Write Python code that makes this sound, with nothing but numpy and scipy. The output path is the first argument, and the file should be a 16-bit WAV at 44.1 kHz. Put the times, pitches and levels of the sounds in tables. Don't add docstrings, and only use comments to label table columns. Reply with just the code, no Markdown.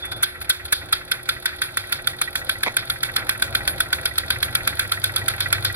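import sys
import numpy as np
from scipy import signal
from scipy.fft import rfft, irfft, next_fast_len
from scipy.io import wavfile
from scipy.ndimage import uniform_filter1d, map_coordinates

SR = 44100
rng = np.random.default_rng(int(sys.argv[2]) if len(sys.argv) > 2 else 0)


def volts_from_db(level):
    exponent = np.asarray(level, float) / 20
    return 10 ** exponent


def file_out(sig):
    cols = np.atleast_2d(sig).T
    lim = np.clip(cols, -1, 1)
    pcm = np.round(lim * 32767).astype(np.int16)
    wavfile.write(sys.argv[1], SR, pcm)


N = 253575


def seconds():
    return np.arange(N) / SR


def tone(pitch_hz):
    return np.sin(2 * np.pi * np.cumsum(pitch_hz) / SR)


def unit(x):
    return x / np.sqrt(np.mean(x ** 2) + 1e-20)


def along(points, hz):
    f, v = np.transpose(points)
    return np.interp(np.log(hz + 1), np.log(f + 1), v)


def curves(rows):
    s, *cols = np.transpose(rows)
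    return [np.interp(seconds(), s, c) for c in cols]


def wobble(rate):
    knots = rng.standard_normal(int(N * rate / SR) + 4)
    return map_coordinates(knots, [np.arange(N) * rate / SR])


def filtered(x, response):
    m = next_fast_len(N + SR // 2)
    return irfft(rfft(x, m) * response(np.fft.rfftfreq(m, 1 / SR)), m)[..., :N]


def peak(f, hz, width):
    return 1j * f * width / (hz * hz - f * f + 1j * f * width)


def swell(age, rise, fall):
    age = np.maximum(age, 0)
    return (1 - np.exp(-age / abs(rise))) ** 2 * np.exp(-age / abs(fall))


# pitch_hz, likeness (0-1)
LIKENESS = [(60, 1), (300, 0.87), (700, 0.79), (1500, 0.75), (2500, 0.62), (4000, 0.81), (8000, 0.89),
            (14000, 0.89)]


def noise(gain):
    def mid_and_side(f):
        turn = np.arccos(np.clip(along(LIKENESS, f), 0, 1)) / 2
        return gain(f) * [np.cos(turn), np.sin(turn)]

    mid, side = filtered(rng.standard_normal((2, N)), mid_and_side)
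    return unit(np.array([mid + side, mid - side]))


# start_s, peak_db, port_band_db, cylinder_band_db, port_pitch_hz
MAIN_PUFFS = [(0.2301, -16.5, -4.5, -5, 1539), (0.4972, -15, -5.5, -3, 1491),
              (0.7253, -13.5, -3.5, -7, 1686), (0.9268, -17, 0, 0.5, 1323), (1.1154, -19, 0.5, -0.5, 1478),
              (1.2903, -19, 0, 0, 1378), (1.4572, -19, -2, -0.5, 1508), (1.6182, -20.5, 1, 0, 1530),
              (1.7717, -19, 1.5, -5.5, 1870), (1.924, -17, -1.5, -3.5, 1415), (2.0719, -18.5, -3, -3, 1390),
              (2.2154, -16.5, 0.5, -5, 1818), (2.3555, -21, 3, -2, 1520), (2.4938, -20, 1, 0, 1520),
              (2.6328, -19.5, 1.5, -1, 1741), (2.7676, -16, -2.5, -4.5, 1530), (2.8992, -20.5, 2, 2, 1422),
              (3.0319, -19, 0.5, -1.5, 1390), (3.163, -17.5, -1.5, 0, 1970), (3.2929, -17.5, 0, -1, 1520),
              (3.4222, -17.5, 1.5, -1, 1540), (3.5503, -17, -0.5, 0.5, 1430),
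              (3.6768, -16.5, -1, -1.5, 1508), (3.8044, -15, -2.5, -4.5, 1508),
              (3.929, -17.5, 1.5, -1.5, 1504), (4.0561, -17.5, -0.5, -0.5, 1404),
              (4.181, -14.5, -5, -3.5, 1850), (4.3043, -18, 1.5, -1, 1532), (4.4278, -19, 1.5, 1, 1682),
              (4.5515, -16, -1, -1, 1870), (4.6748, -15, -3.5, -4, 1370), (4.7944, -16.5, -2, -3.5, 1510),
              (4.9187, -19.5, 1.5, 0.5, 1360), (5.0409, -16, -6, -4.5, 1520),
              (5.1622, -16.5, -9.5, -4, 1354), (5.2829, -15.5, -4, -5.5, 1383),
              (5.4052, -18.5, -1, -0.5, 1560), (5.5273, -14.5, -1, -3, 1416), (5.6481, -16, -4, -0.5, 1548)]
OUTER_PUFFS = (-0.11, 5.767)


def crank():
    times = np.concatenate([OUTER_PUFFS[:1], np.array(MAIN_PUFFS)[:, 0], OUTER_PUFFS[1:]])
    return np.interp(seconds(), times, np.arange(len(times)))


def nearest_puff(angle):
    return np.clip(np.round(angle).astype(int), 1, len(MAIN_PUFFS))


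# delay_turns, rise_turns, fall_turns, gain_db
PUFF_SHAPES = [
    (-0.012, .03, .02, 22),
    (-0.0074, 0.031, 0.026, 21.5),
    (-0.02, 0.026, 0.023, 14.5),
    (-0.019, .028, 0.021, 22.5),
    (0.0072, 0.037, 0.024, 19.5),
]


def main_puffs(angle):
    _, peak_db, port_db, cylinder_db, _ = np.transpose(MAIN_PUFFS)
    parts_db = peak_db + np.array([port_db, cylinder_db, 0 * peak_db, 0 * peak_db, cylinder_db])
    nearest = nearest_puff(angle)
    return np.array([volts_from_db(db[nearest - 1] + gain_db) * swell(angle - nearest - delay, rise, fall)
                     for db, (delay, rise, fall, gain_db) in zip(parts_db, PUFF_SHAPES)])


# start_s, peak_db, port_band_db, cylinder_band_db
SLOW_PUFFS = [
    (0.051, -33, -20, -11.5),
    (0.1164, -32, 1.5, 3),
    (0.413, -29.5, -3.5, -4),
    (0.651, -31.5, -6, -3),
]


def slow_puffs():
    power = np.zeros((4, N))
    for s, db, port_db, cylinder_db in SLOW_PUFFS:
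        band_db = np.array([[port_db], [cylinder_db], [-9], [0]])
        power += (volts_from_db(db + 16.5 + band_db) * swell(seconds() - s + .002, 0.0054, 0.0071)) ** 2
    return power


# angle_turns, rise_turns, fall_turns,
# port_db, cylinder_db, hiss_db, jet_db, pipe_note_db
VALVE_PUFFS = [
    (0.038, 0.046, 0.18, -28, -27, -36, -28, -44),
    (.17, 0.024, 0.012, -39, -39, -41, -27, -50),
    (0.419, 0.019, 0.078, -28.5, -48.5, -51, -43, -27.5),
    (.645, 0.013, 0.0216, -54, -37, -34, -24, -50),
    (0.788, 0.024, 0.033, -25.5, -24.5, -36, -27, -50),
    (.87, 0.066, 0.24, -33, -39.5, -44, -39.5, -50),
]
# time_s, level_db, jet_db
AIR_PRESSURE = [(0.0, -5, -1), (5.75, 1.5, 0.5)]
# port_db, cylinder_db, hiss_db, jet_db, pipe_note_db
STEADY_LEAK = (-44, -43.5, -50, -44.5, -49)


def leak_and_valve_puffs(angle):
    level_db, jet_db = curves(AIR_PRESSURE)
    pressure_db = level_db + jet_db * np.array([[0], [0], [1], [1], [0]])
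    power = volts_from_db(np.array(STEADY_LEAK)[:, None] + pressure_db + 2.0 * wobble(25)) ** 2
    for at, rise, fall, *band_db in VALVE_PUFFS:
        turn, part = np.divmod(angle - at + 1, 1)
        scatter_db = 2.6 * rng.standard_normal((len(MAIN_PUFFS) + 3, len(band_db)))
        puff_db = np.array(band_db)[:, None] + scatter_db[turn.astype(int)].T + pressure_db + 5
        power += (volts_from_db(puff_db) * swell(part, rise, fall)) ** 2
    return power


# pitch_hz, level_db per Hz
AIR_COLOUR = [(700, -24), (1100, -13.5), (1500, -4.5), (2300, -4.5), (2850, -9), (3500, -1), (4400, -6.5),
              (5300, -15), (7000, -19), (9200, -17), (10700, -3.5), (11600, -9.5), (13000, -14),
              (15600, -19.5)]
BAND_SPLITS = (2910, 5560, 8900, 12670)
# pitch_hz, width_hz, boost_db
BRASS_RINGS = [(1370, 83, 4.5), (1521, 91, 5), (2400, 170, 2), (3515, 69, 3), (4190, 68, 5), (4730, 130, 7),
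               (5140, 90, 9), (8120, 360, 5), (10180, 220, 4), (10810, 190, 3.5), (11500, 140, 5)]


def engine(angle):
    burst = main_puffs(angle)
    power = leak_and_valve_puffs(angle)
    power[:-1] += burst[:-1] ** 2 + slow_puffs()

    def air_bands(f):
        low1, low2, low3, low4 = [1 / (1 + (f / hz) ** 16) for hz in BAND_SPLITS]
        jet = low4 - low3
        return low1, low2 - low1, 1 - low2 - jet, jet

    air = np.zeros((2, N))
    for band in range(4):
        air += np.sqrt(power[band]) * noise(lambda f: volts_from_db(along(AIR_COLOUR, f)) * air_bands(f)[band])
    air += np.sqrt(power[-1]) * noise(lambda f: peak(f, 1940, 93) ** 2)
    air += burst[-1] * noise(lambda f: peak(f, 3418, 250) ** 2)
    port_hz = np.array(MAIN_PUFFS)[nearest_puff(angle) - 1, 4]
    air += volts_from_db(-1.5) * burst[0] * tone(port_hz)

    def brass(f):
        return 1 + sum((volts_from_db(db) - 1) * peak(f, hz, w) for hz, w, db in BRASS_RINGS)

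    return volts_from_db(-2.5) * filtered(air, brass)


# time_s, low_db, middle_db, high_db, room_db
RUMBLE_AND_ROOM = [(0.0, -36, -44, -51, -49.5), (0.17, -54.5, -56, -51, -42.5), (0.26, -63, -57, -64, -51),
                   (0.42, -40.5, -41, -46, -44.5), (0.56, -55, -51, -56, -53.5),
                   (0.66, -40.5, -46, -55.5, -46), (0.75, -50, -52, -54, -50.5),
                   (0.85, -48, -49, -46.5, -46.5), (1.06, -58, -53, -55, -48), (1.17, -56, -61, -51, -49),
                   (1.65, -52, -58, -56, -48), (1.75, -55, -49, -53, -48), (2.05, -48, -54, -51.5, -46),
                   (2.21, -63, -60, -54, -46.5), (2.39, -48, -51.5, -53, -45.5), (2.58, -53, -51, -55, -45),
                   (2.67, -61, -51, -47.5, -47), (2.98, -45, -58, -41, -45.5), (3.41, -58, -42, -46, -42.5),
                   (3.54, -49, -45, -51, -41), (3.73, -45, -45.5, -47, -41.5), (4.21, -43, -45, -50.5, -44),
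                   (4.36, -40, -41.5, -45, -44.5), (4.61, -49, -43.5, -44, -42.5),
                   (4.76, -43, -41.5, -51, -43.5), (5.06, -52, -39.5, -48, -43.5),
                   (5.75, -44, -35, -43, -42)]
# pitch_hz, width_hz
BENCH_SHAKES = [
    (72, 18),
    (98.5, 13.6),
    (121.5, 13.5),
]


def bench(angle):
    smooth = uniform_filter1d(angle, size=SR // 8, mode="nearest")
    orders = np.arange(6, 24)
    sizes = volts_from_db(7.5 * (orders % 3 == 0))
    shake = np.zeros(N)
    for order, size, phase in zip(orders, sizes, rng.random(len(orders))):
        shake += size * np.sin(2 * np.pi * (order * smooth + phase))
    shake = unit(shake) + 0.27 * rng.standard_normal(N) * np.sqrt(SR / 400)
    return sum(volts_from_db(db) * unit(filtered(shake, lambda f: peak(f, hz, width) ** 2))
               for db, (hz, width) in zip(curves(RUMBLE_AND_ROOM), BENCH_SHAKES))


# time_s, level_db
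WHISTLE_LEVEL = [(0, -80), (.018, -72), (.026, -27.5), (.06, -38), (.1, -43), (.16, -37), (.25, -59)]


def whistle():
    pitch_hz = 3480 + 8 * wobble(55)
    return volts_from_db(curves(WHISTLE_LEVEL)[0] + 5.5 + 1.5 * wobble(82)) * tone(pitch_hz)


# start_s, peak_db, pitch_hz
KNOCKS = [
    (2.6627, -16, 2000),
    (2.669, -18.5, 565),
    (2.676, -20, 1020),
    (2.681, -19, 2130),
]
# pitch_hz, level_db per Hz
SCRAPE_COLOUR = [(120, -45), (200, -10), (1030, -3.5), (1540, -20), (2010, 2.5), (2520, -2.5), (2900, -21),
                 (3520, -8), (9000, -35), (11700, -70), (19800, -120)]


def rattle():
    t = seconds()
    scrape = noise(lambda f: volts_from_db(along(SCRAPE_COLOUR, f)))
    knocks = volts_from_db(-23) * swell(t - KNOCKS[0][0], 0.01, 0.023) * scrape
    for s, db, hz in KNOCKS:
        ring = 0.77 * np.sin(2 * np.pi * hz * (t - s))
        knocks += volts_from_db(db + 5) * swell(t - s + 0.00057, 0.00064, 0.0026) * (scrape + ring)
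    return knocks


# pitch_hz, level_db per Hz
ROOM_COLOUR = [(12, -38), (20, -4), (102, 4), (205, -8.5), (307, -7), (356, -7.5), (412, -13.5),
               (513, -8.5), (688, -8.5), (940, -12.5), (1220, -14.5), (1360, -3), (1600, -10), (2080, -48),
               (3520, -120)]
# pitch_hz, width_hz, boost_db
ROOM_BOOSTS = [(305, 12.6, 3.5), (520, 70, 6), (668.3, 18, 9.5), (798, 55, 7.5)]
# pitch_hz, level_db
MAINS_HUM = [(360.7, -51)]


def workshop():
    def colour(f):
        boosts = 1 + sum((volts_from_db(db) - 1) * abs(peak(f, hz, w)) ** 2 for hz, w, db in ROOM_BOOSTS)
        return volts_from_db(along(ROOM_COLOUR, f)) * boosts

    room = volts_from_db(curves(RUMBLE_AND_ROOM)[-1] + 4.5 + 1.42 * wobble(12)) * noise(colour)
    hum_hz, hum_db = MAINS_HUM[0]
    hum = volts_from_db(hum_db + 3 + 1.1 * wobble(6.8)) * np.sin(2 * np.pi * hum_hz * seconds())
    return room + hum


def scene():
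    angle = crank()
    return engine(angle) + bench(angle) + whistle() + rattle() + workshop()


def band_limit(x):
    return signal.sosfilt(signal.butter(12, 15820, fs=SR, output="sos"), x)


# pitch_hz, lead_radians
PORT_LEAD = [(0, -0.5), (600, -0.66), (1210, -1.47), (1460, -0.9), (2070, -2.5), (3270, -2.5), (4050, -3),
             (4390, -2.5), (6200, -2.5), (8180, -2.5), (8530, -2.5), (11300, -3), (12200, -2.5),
             (15400, -2.5)]
# pitch_hz, difference_db
PORT_TILT = [(60, -1.5), (110, 0.5), (200, 0.5), (380, 0.5), (700, 1.0), (1290, 1), (2380, -4), (4400, 0),
             (8120, -3.5), (15000, 0.5)]
# pitch_hz, width_hz, depth (0-1)
HOUSING_NOTCHES = [(2893, 206, 0.86), (5000, 150, .85)]


def record(dry):
    half = np.array([[.5], [-.5]])

    def microphone(f):
        lead = np.exp(1j * half * np.interp(f, *np.transpose(PORT_LEAD)))
        housing = np.prod([1 - depth * peak(f, hz, w) for hz, w, depth in HOUSING_NOTCHES], axis=0)
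        return volts_from_db(half * along(PORT_TILT, f)) * lead * housing * (f < 15800)

    mix = np.clip(filtered(dry, microphone), -1, 1)
    return band_limit(mix)


dry = scene()
out = record(dry)
file_out(out)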